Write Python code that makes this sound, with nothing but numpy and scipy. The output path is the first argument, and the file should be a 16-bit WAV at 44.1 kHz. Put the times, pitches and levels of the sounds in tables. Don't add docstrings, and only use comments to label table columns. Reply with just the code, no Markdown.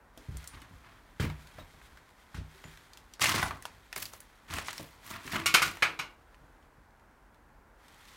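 import sys
import numpy as np
from scipy import signal
from scipy.fft import rfft, irfft, next_fast_len
from scipy.io import wavfile
from scipy.ndimage import map_coordinates

SR = 44100
rng = np.random.default_rng(int(sys.argv[2]) if len(sys.argv) > 2 else 0)


def persist_wave(psi):
    counts = np.round(np.clip(psi, -1, 1) * 32767).astype(np.int16)
    wavfile.write(sys.argv[1], SR, np.atleast_2d(counts).T)


N = 359856

# (frequency [Hz], relative level [dB])
SPLINTER_COLOUR = [(88, -94), (150, -13.5), (249, -26.5), (286, -10.5), (589, -12), (1420, -3.5),
                   (1870, -8), (2270, -3.5), (3700, -11), (4240, -11.5), (8900, -21), (14200, -23),
                   (16000, -33.5)]
TOP_HZ = 16000
SNAP_ROOM_DB = -7


def amp(db):
    return 10 ** (np.asarray(db) / 20)


def unit(x):
    return x / np.sqrt(np.mean(x ** 2) + 1e-20)


def norm(x):
    return x / (np.linalg.norm(x) + 1e-20)


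def along(points, hz):
    f, v = np.transpose(points)
    return np.interp(np.log(hz + 1), np.log(f + 1), v)


def wobble(rate, count=N):
    knots = rng.standard_normal(int(count * rate / SR) + 4)
    return map_coordinates(knots, [np.arange(count) * rate / SR])


def add(track, s, x):
    part = track[max(round(s * SR), 0):][:len(x)]
    part += x[:len(part)]


def coloured(x, gain):
    m = 2 * next_fast_len(len(x) // 2 + SR // 10)
    size = np.maximum(gain(np.fft.rfftfreq(m, 1 / SR)), 1e-6)
    cepstrum = irfft(np.log(size))
    cepstrum[1:m // 2] *= 2
    cepstrum[m // 2 + 1:] = 0
    return irfft(rfft(x, m) * np.exp(rfft(cepstrum)))[:len(x)]


def shaped(x, spectrum):
    return unit(coloured(x, lambda hz: amp(along(spectrum, hz))))


def hump(hz, centre, width):
    return hz * width / np.hypot(centre ** 2 - hz ** 2, hz * width)


def burst(t60):
    t = np.arange(SR // 2) / SR
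    return norm(rng.standard_normal(len(t)) * amp(-60 * t / t60))


def ringing(modes, t, detune):
    out = 0
    for hz, db, t60 in modes:
        size = amp(db + rng.normal(0, 1.5) - 60 * t / t60)
        out = out + size * np.sin(2 * np.pi * hz * rng.normal(1, detune) * t)
    return out


def room_tail(build=0.002):
    # (frequency [Hz], t60 [s])
    decay = [(200, 0.82), (550, 0.47), (1400, 0.29), (3700, 0.28), (10000, 0.17), (16000, 0.064)]
    hz, t, z = signal.stft(rng.standard_normal(SR // 2), SR, nperseg=256)
    dying = z * amp(-60 * t / along(decay, hz)[:, None])
    tail = signal.istft(dying, SR, nperseg=256)[1][:SR // 2]
    return norm(tail * (1 - np.exp(-np.arange(len(tail)) / SR / build)))


def grains(rate, spread_db):
    size = amp(spread_db * np.minimum(rng.exponential(size=N), 4))
    return unit((rng.random(N) < rate / SR) * size * rng.choice([-1, 1], N))


def chips(rate, lowest_hz, highest_hz, cycles, spread_db, count):
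    chance = rng.random((int(rate * count / SR), 3))
    start = (chance[:, :1] * count).astype(int)
    hz = lowest_hz * (highest_hz / lowest_hz) ** chance[:, 1:2]
    size = amp(spread_db * np.minimum(-np.log(1 - chance[:, 2:]), np.pi)) * hz
    age = np.arange(SR // 100)
    turns = hz * age / SR
    fade = 1 - age / len(age)
    waves = size * np.exp(-turns / cycles) * np.sin(2 * np.pi * turns) * fade
    return unit(np.bincount((start + age).ravel(), waves.ravel(), count)[:count])


def footfalls():
    # (heel time [s], roll from heel to ball [s], relative heel boom level [dB],
    # heel push centre [Hz], ball push centre [Hz], relative heel slap level [dB])
    landings = [(0.285, .06, -30, 80, 64, -53), (1.198, .04, -20.5, 118, 149, -25.5),
                (1.582, .022, -42, 110, 69.6, -44), (2.344, .036, -32, 62, 134, -36),
                (3.342, .026, -29, 260, 95, -20.5), (4.502, .035, -37.5, 92, 78, -36.5)]
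    # (time [s], relative boom level [dB], push centre [Hz])
    weight_shifts = [(0.537, -41.5, 49), (0.707, -41, 56), (1.918, -50, 48), (2.648, -41.5, 167),
                     (4.6, -52, 210), (6.41, -50.5, 65.4), (6.78, -51, 58.6)]
    ball_boom_db, ball_slap_db = -0.5, -5.5
    slap_hz, slap_treble_db, slap_room_db = 1762, -4.5, 23
    out = np.zeros(N)

    def slap(db):
        return amp(db + 17) * snap(slap_hz, slap_treble_db, amp(slap_room_db) * room_tail())

    for s, roll_s, boom_db, heel_hz, ball_hz, slap_db in landings:
        add(out, s, boom(boom_db, heel_hz))
        add(out, s, slap(slap_db))
        add(out, s + roll_s, boom(boom_db + ball_boom_db, ball_hz))
        add(out, s + 0.7 * roll_s, slap(slap_db + ball_slap_db))
    for s, boom_db, push_hz in weight_shifts:
        add(out, s, boom(boom_db, push_hz))
    return out


def boom(db, push_hz):
    # (frequency [Hz], relative level [dB], t60 [s])
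    floor_modes = [(42.2, -8, 0.3), (62.6, 0, 0.48), (90.5, 4, 0.27), (125, 2, 0.15), (155.7, 1, 0.39),
                   (265.3, -9.5, 0.45), (315, -2.5, 0.22), (365, -17, 0.42)]
    t = np.arange(SR // 2) / SR
    shudder = norm(ringing(floor_modes, t, detune=0.022)) + 4.7 * burst(t60=0.18)

    def push(hz):
        return hump(hz, push_hz, 1.03 * push_hz) ** 1.09 / (1 + (hz / 560) ** 3)

    return amp(db + 24.5) * norm(coloured(shudder, push))


def slides():
    # (start [s], rise [s], hold [s], relative rubbing level [dB],
    # relative plaster grit level [dB], relative fine glass level [dB])
    strokes = [(0.513, 0.027, 0.1, -51, -75, -77), (0.797, 0.059, 0.11, -55, -77, -80),
               (1.193, 0.022, 0.018, -38, -59, -51), (3.203, 0.015, 0.021, -29.5, -23, -45),
               (3.269, .04, 0.12, -30.5, -36, -46), (3.506, .005, 0.0072, -67, -82, -75),
               (3.956, .005, 0.071, -46, -43, -42.5), (4.114, .015, 0.018, -56, -68, -55),
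               (4.475, 0.08, 0.023, -35, -40, -51), (4.641, 0.031, .01, -51, -39.5, -60),
               (4.729, 0.05, 0.054, -49.5, -50.5, -53), (5.023, 0.083, 0.0091, -44.5, -46, -51),
               (5.107, 0.046, 0.011, -41.5, -62, -70), (5.22, 0.1, .015, -41.5, -42.5, -49),
               (5.33, 0.0072, 0.04, -30.5, -49, -62), (5.643, 0.013, 0.02, -38, -39, -47),
               (8.064, .02, .04, -59, -57.5, -70)]
    # (frequency [Hz], relative level [dB])
    rub_colour = [(53, -31.5), (90, 3), (173, -9.5), (348, -6), (482, -29), (683, -8.5), (741, -19),
                  (1030, -5.5), (1520, -11), (1860, -8.5), (2860, -16.5), (12000, -41.5), (15600, -59),
                  (22000, -120)]
    # (frequency [Hz], relative level [dB])
    grit_colour = [(880, -40), (1500, -22.5), (1880, -9), (2970, -8), (6310, -10.5), (12000, -17),
                   (16000, -19)]
    # (frequency [Hz], relative level [dB])
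    glass_colour = [(3000, -29.5), (7000, -8.5), (11000, -1.5), (16000, -1)]
    rub, grit, glass = sum(amp(db)[:, None] * stroke(s, rise_s, hold_s)
                           for s, rise_s, hold_s, *db in strokes)
    pressure = unit(amp(2.5 * wobble(110)))
    slips = grains(rate=3500, spread_db=4.5)
    plaster = chips(rate=700, lowest_hz=800, highest_hz=5000, cycles=6, spread_db=2.6, count=N)
    sand = chips(rate=2200, lowest_hz=1600, highest_hz=11000, cycles=2, spread_db=2.8, count=N)
    fractures = grains(rate=870, spread_db=-1.0)
    splinters = grains(rate=780, spread_db=3)
    rubbing = amp(-6) * rub * (shaped(slips, rub_colour) + 0.75 * shaped(plaster, rub_colour))
    crunch = amp(-5.5) * grit * (shaped(sand, grit_colour) + 0.58 * shaped(fractures, grit_colour))
    sparkle = amp(-2) * glass * shaped(splinters, glass_colour)
    direct = pressure * (rubbing + crunch + sparkle)
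    return direct + amp(-14) * signal.fftconvolve(direct, room_tail())[:N]


def stroke(start, rise_s, hold_s):
    sag_db_per_s, release_db_per_s = 17, 175
    t = np.arange(N) / SR - start
    held = np.maximum(t - rise_s, 0)
    stopped = np.maximum(held - hold_s, 0)
    return np.clip(t / rise_s, 0, 1) * amp(-sag_db_per_s * held - release_db_per_s * stopped)


def snaps():
    # (time [s], relative level [dB], centre [Hz], relative treble level [dB])
    breaks = [(0.176, -40, 3450, 13), (0.37, -34.5, 8360, -14), (0.442, -39, 1260, 13),
              (0.475, -32, 8000, -3), (0.618, -42, 1820, 12), (1.3, -31, 1480, -23),
              (1.815, -39, 1700, -33), (1.973, -41, 1470, -12), (2.64, -33.5, 1570, -13),
              (2.934, -40.5, 4240, -7), (2.973, -38.5, 4060, 1), (3.137, -36, 4300, -8),
              (3.196, -29, 1090, -4), (3.218, -13, 1660, -25), (3.241, -13, 1920, -35),
              (3.257, -12.5, 2140, -22), (3.293, -17.5, 2140, 19), (3.429, -20.5, 1154, -1),
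              (3.624, -35, 1820, 16), (3.654, -25, 1190, 0), (3.928, -26, 1780, -6),
              (3.962, -22.5, 1580, 3), (4.026, -26, 2050, 26), (4.055, -28.5, 3740, 19),
              (4.135, -32.5, 930, 7), (4.204, -36.5, 10400, -13), (4.538, -24, 1270, 4),
              (4.585, -20, 1500, -11), (4.684, -20.5, 1730, -20), (4.73, -29.5, 1400, 12),
              (4.78, -29, 3500, -24), (5.277, -28, 1830, -11), (5.771, -31.5, 1510, -6),
              (6.345, -47.5, 2320, -12.5), (6.627, -57, 2410, -8.5), (6.997, -56.5, 2250, -6.5),
              (7.345, -54.5, 2320, -7), (7.944, -47.5, 3250, 6)]
    out, tails = np.zeros(N), [room_tail() for _ in range(8)]
    for k, (s, db, centre_hz, treble_db) in enumerate(breaks):
        answer = amp(SNAP_ROOM_DB) * tails[k % len(tails)]
        add(out, s, amp(db + 12) * snap(centre_hz, treble_db, answer))
    return out


def crumbs(count=24):
    out, answer = np.zeros(N), amp(SNAP_ROOM_DB) * room_tail()
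    times = rng.random(count) * N / SR
    for s, (size, pitch) in zip(times, rng.standard_normal((count, 2))):
        db = movement_db(s) + 23 + 2 * size
        add(out, s, amp(db) * snap(2600 * np.exp(0.3 * pitch), treble_db=-4, answer=answer))
    return out


def snap(centre_hz, treble_db, answer):
    t = np.arange(SR // 20) / SR
    pitch = np.minimum(centre_hz * np.exp(rng.normal(0, 0.3, (8, 1))), TOP_HZ)
    notes = rng.normal(size=pitch.shape) * np.sin(2 * np.pi * pitch * t)
    pieces = norm(np.sum(notes, axis=0) * amp(-60 * t / 0.028))
    tick = burst(t60=0.013) + 0.5 * burst(t60=0.08) + answer

    def colour(hz):
        body = hump(hz, centre_hz, 1.3 * centre_hz) ** 1.3 / (1 + (hz / 2.2 / centre_hz) ** 2)
        treble = hump(hz, 5600, 12000) ** 2
        return norm(body) + amp(treble_db) * norm(treble)

    out = norm(coloured(tick[:SR // 4], colour))
    add(out, 0, 0.65 * pieces)
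    return out


def cracks():
    # (time [s], relative level [dB], relative treble level [dB],
    # resonance of the split [Hz], relative frame ringing level [dB])
    fractures = [(5.459, -17.5, -11.5, 2780, -1), (5.541, -10.5, -16.5, 1440, -5.5),
                 (5.619, -17.5, -14.5, 1400, -2.5), (5.823, -15, -28.5, 1630, -11),
                 (5.991, -27, -23, 1060, -6)]
    # (centre [Hz], width [Hz], relative level [dB])
    wood_resonances = [(1220, 460, -8.5), (1373, 170, -15), (2250, 370, -11), (2340, 300, -1),
                       (4200, 460, -11.5)]
    # (frequency [Hz], relative level [dB], t60 [s])
    frame_modes = [(1069, -7, .25), (1141, -3, .25), (1229, -6, .2), (1414, 0, .25), (1479, -2, .3),
                   (2062, -2, .18), (2211, -2, .28), (2420, -4, .28), (2637, -5, .25), (2837, -7, .3),
                   (3095, -8, .18), (5511, -8, .13), (6627, -10, .13), (8695, -11, .09)]
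    out, t = np.zeros(N), np.arange(SR // 2) / SR
    for s, db, treble_db, split_hz, ring_db in fractures:
        jolt = 0.25 * burst(t60=0.0044) + 0.95 * burst(t60=0.22) + room_tail()
        add(jolt, 0.0047, 1.2 * burst(t60=0.066))

        def split_colour(hz):
            power = sum((amp(level) * hump(hz, centre, width)) ** 2
                        for centre, width, level in wood_resonances)
            wood = 0.52 + 0.73 * hump(hz, split_hz, 320) + np.sqrt(power)
            return amp(along(SPLINTER_COLOUR, hz)) * wood

        def tilt(hz):
            return amp((treble_db + 26) * hz ** 3 / (hz ** 3 + 4000 ** 3))

        split = norm(coloured(jolt, split_colour))
        frame = ringing(frame_modes, t, detune=0.001)
        ring = norm(signal.fftconvolve(frame, burst(t60=0.02))[:len(t)])
        whole = split + amp(ring_db) * ring + amp(-8.5) * fibres(t)
        add(out, s, amp(db + 25) * norm(coloured(whole, tilt)))
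        add(out, s, boom(-30.5 + 0.5 * db, push_hz=169.4))
    return out


def fibres(t, count=14):
    notes = [(hz, 0, 0.2) for hz in 1000 * 10 ** rng.random(count)]  # (Hz, dB, t60 s)
    return norm(coloured(ringing(notes, t, detune=0), lambda hz: amp(along(SPLINTER_COLOUR, hz))))


def knocks():
    # (time [s], relative level [dB], centre [Hz],
    # relative boom level [dB], push centre [Hz])
    tips = [(0.175, -43, 380, -57.5, 370), (1.586, -37, 757, -50, 120), (1.743, -51, 950, -53.5, 122),
            (3.428, -18.5, 1180, -28, 86), (3.509, -26.5, 1306, -42.5, 300), (3.963, -37.5, 560, -53, 200),
            (4.538, -41, 543, -50, 200), (4.796, -36, 670, -38, 256), (5.253, -38, 404, -41, 224),
            (5.333, -30, 1100, -37.5, 320), (7.656, -57.5, 400, -66, 201.4)]
    out, t = np.zeros(N), np.arange(SR // 4) / SR
    for s, db, centre_hz, boom_db, push_hz in tips:
        ratios = [0.9, 1.27, 1.6, 1.2, 0.7]
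        modes = [(centre_hz * ratio, -2 * k, 0.04) for k, ratio in enumerate(ratios)]
        contact = coloured(burst(t60=0.033)[:len(t)],
                           lambda hz: hump(hz, 0.97 * centre_hz, centre_hz) ** 2)
        strike = norm(ringing(modes, t, detune=0.056)) + 1.3 * norm(contact)
        add(out, s, amp(db + 13) * strike)
        add(out, s, amp(db + 5.5) * signal.fftconvolve(strike, room_tail()))
        add(out, s, boom(boom_db, push_hz))
    return out


def rings():
    # (time [s], initial level before roughness [dB], frequency [Hz], t60 [s])
    tones = [(0.474, -51, 9550, .25), (1.595, -46, 3790, .1), (1.585, -62, 14600, .25),
             (2.54, -61, 384, 1.0), (2.642, -57, 7020, .25), (3.428, -39, 9750, .17),
             (3.412, -46, 13500, .2), (5.38, -44, 328, 1.3), (5.992, -50, 2800, .33)]
    out, t = np.zeros(N), np.arange(SR) / SR
    for s, db, hz, t60 in tones:
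        phase = 2 * np.pi * hz * t + np.sqrt(hz / 7000) * wobble(400, count=SR)
        attack = 1 - np.exp(-t / 0.002)
        size = amp(db - 60 * t / t60 + 2 * wobble(70, count=SR)) * attack
        add(out, s, size * np.sin(phase))
    return out


def clothes():
    # (frequency [Hz], relative level [dB])
    cloth_colour = [(530, -26.5), (900, -7), (1990, -2), (2930, -10.5), (3190, -6), (4920, -13),
                    (13500, -20), (16000, -25.5)]
    level_db = movement_db(np.arange(N) / SR) - 2.5 + 1.2 * wobble(27)
    return amp(level_db) * shaped(grains(rate=5000, spread_db=2), cloth_colour)


def movement_db(s):
    # (time [s], relative level [dB])
    briskness = [(0.0, -83), (0.2, -61.5), (0.45, -54.5), (0.7, -62.5), (1.15, -65), (1.4, -57), (2.2, -64),
                 (2.72, -55.5), (3.05, -64.5), (3.4, -62), (4.4, -63), (4.95, -61), (5.2, -53.5),
                 (5.88, -54.5), (6.15, -69.5), (7.7, -82), (7.86, -62.5), (8.16, -55.5)]
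    return np.interp(s, *np.transpose(briskness))


def hush():
    # (frequency [Hz], relative level [dB])
    air_colour = [(15, -25), (25, -2.5), (49, -3), (64, -10), (92, -14), (166, -19), (242, -16.5),
                  (373, -20.5), (695, -21), (754, -19.5), (988, -18), (1230, -22), (1480, -20.5),
                  (3430, -41.5), (16000, -48)]
    return amp(-59.5 + 0.74 * wobble(6.4)) * shaped(rng.standard_normal(N), air_colour)


def scene():
    steps = footfalls() + slides() + snaps() + crumbs()
    house = cracks() + knocks() + rings()
    return (steps + house + clothes() + hush())[None]


def record(dry):
    m = next_fast_len(N + SR // 2)
    hz = np.fft.rfftfreq(m, 1 / SR)
    thin = signal.sosfilt(signal.butter(6, 33, "high", fs=SR, output="sos"), dry)
    return irfft(rfft(thin, m) / (1 + (hz / TOP_HZ) ** 120), m)[..., :N]


dry = scene()
out = record(dry)
persist_wave(out)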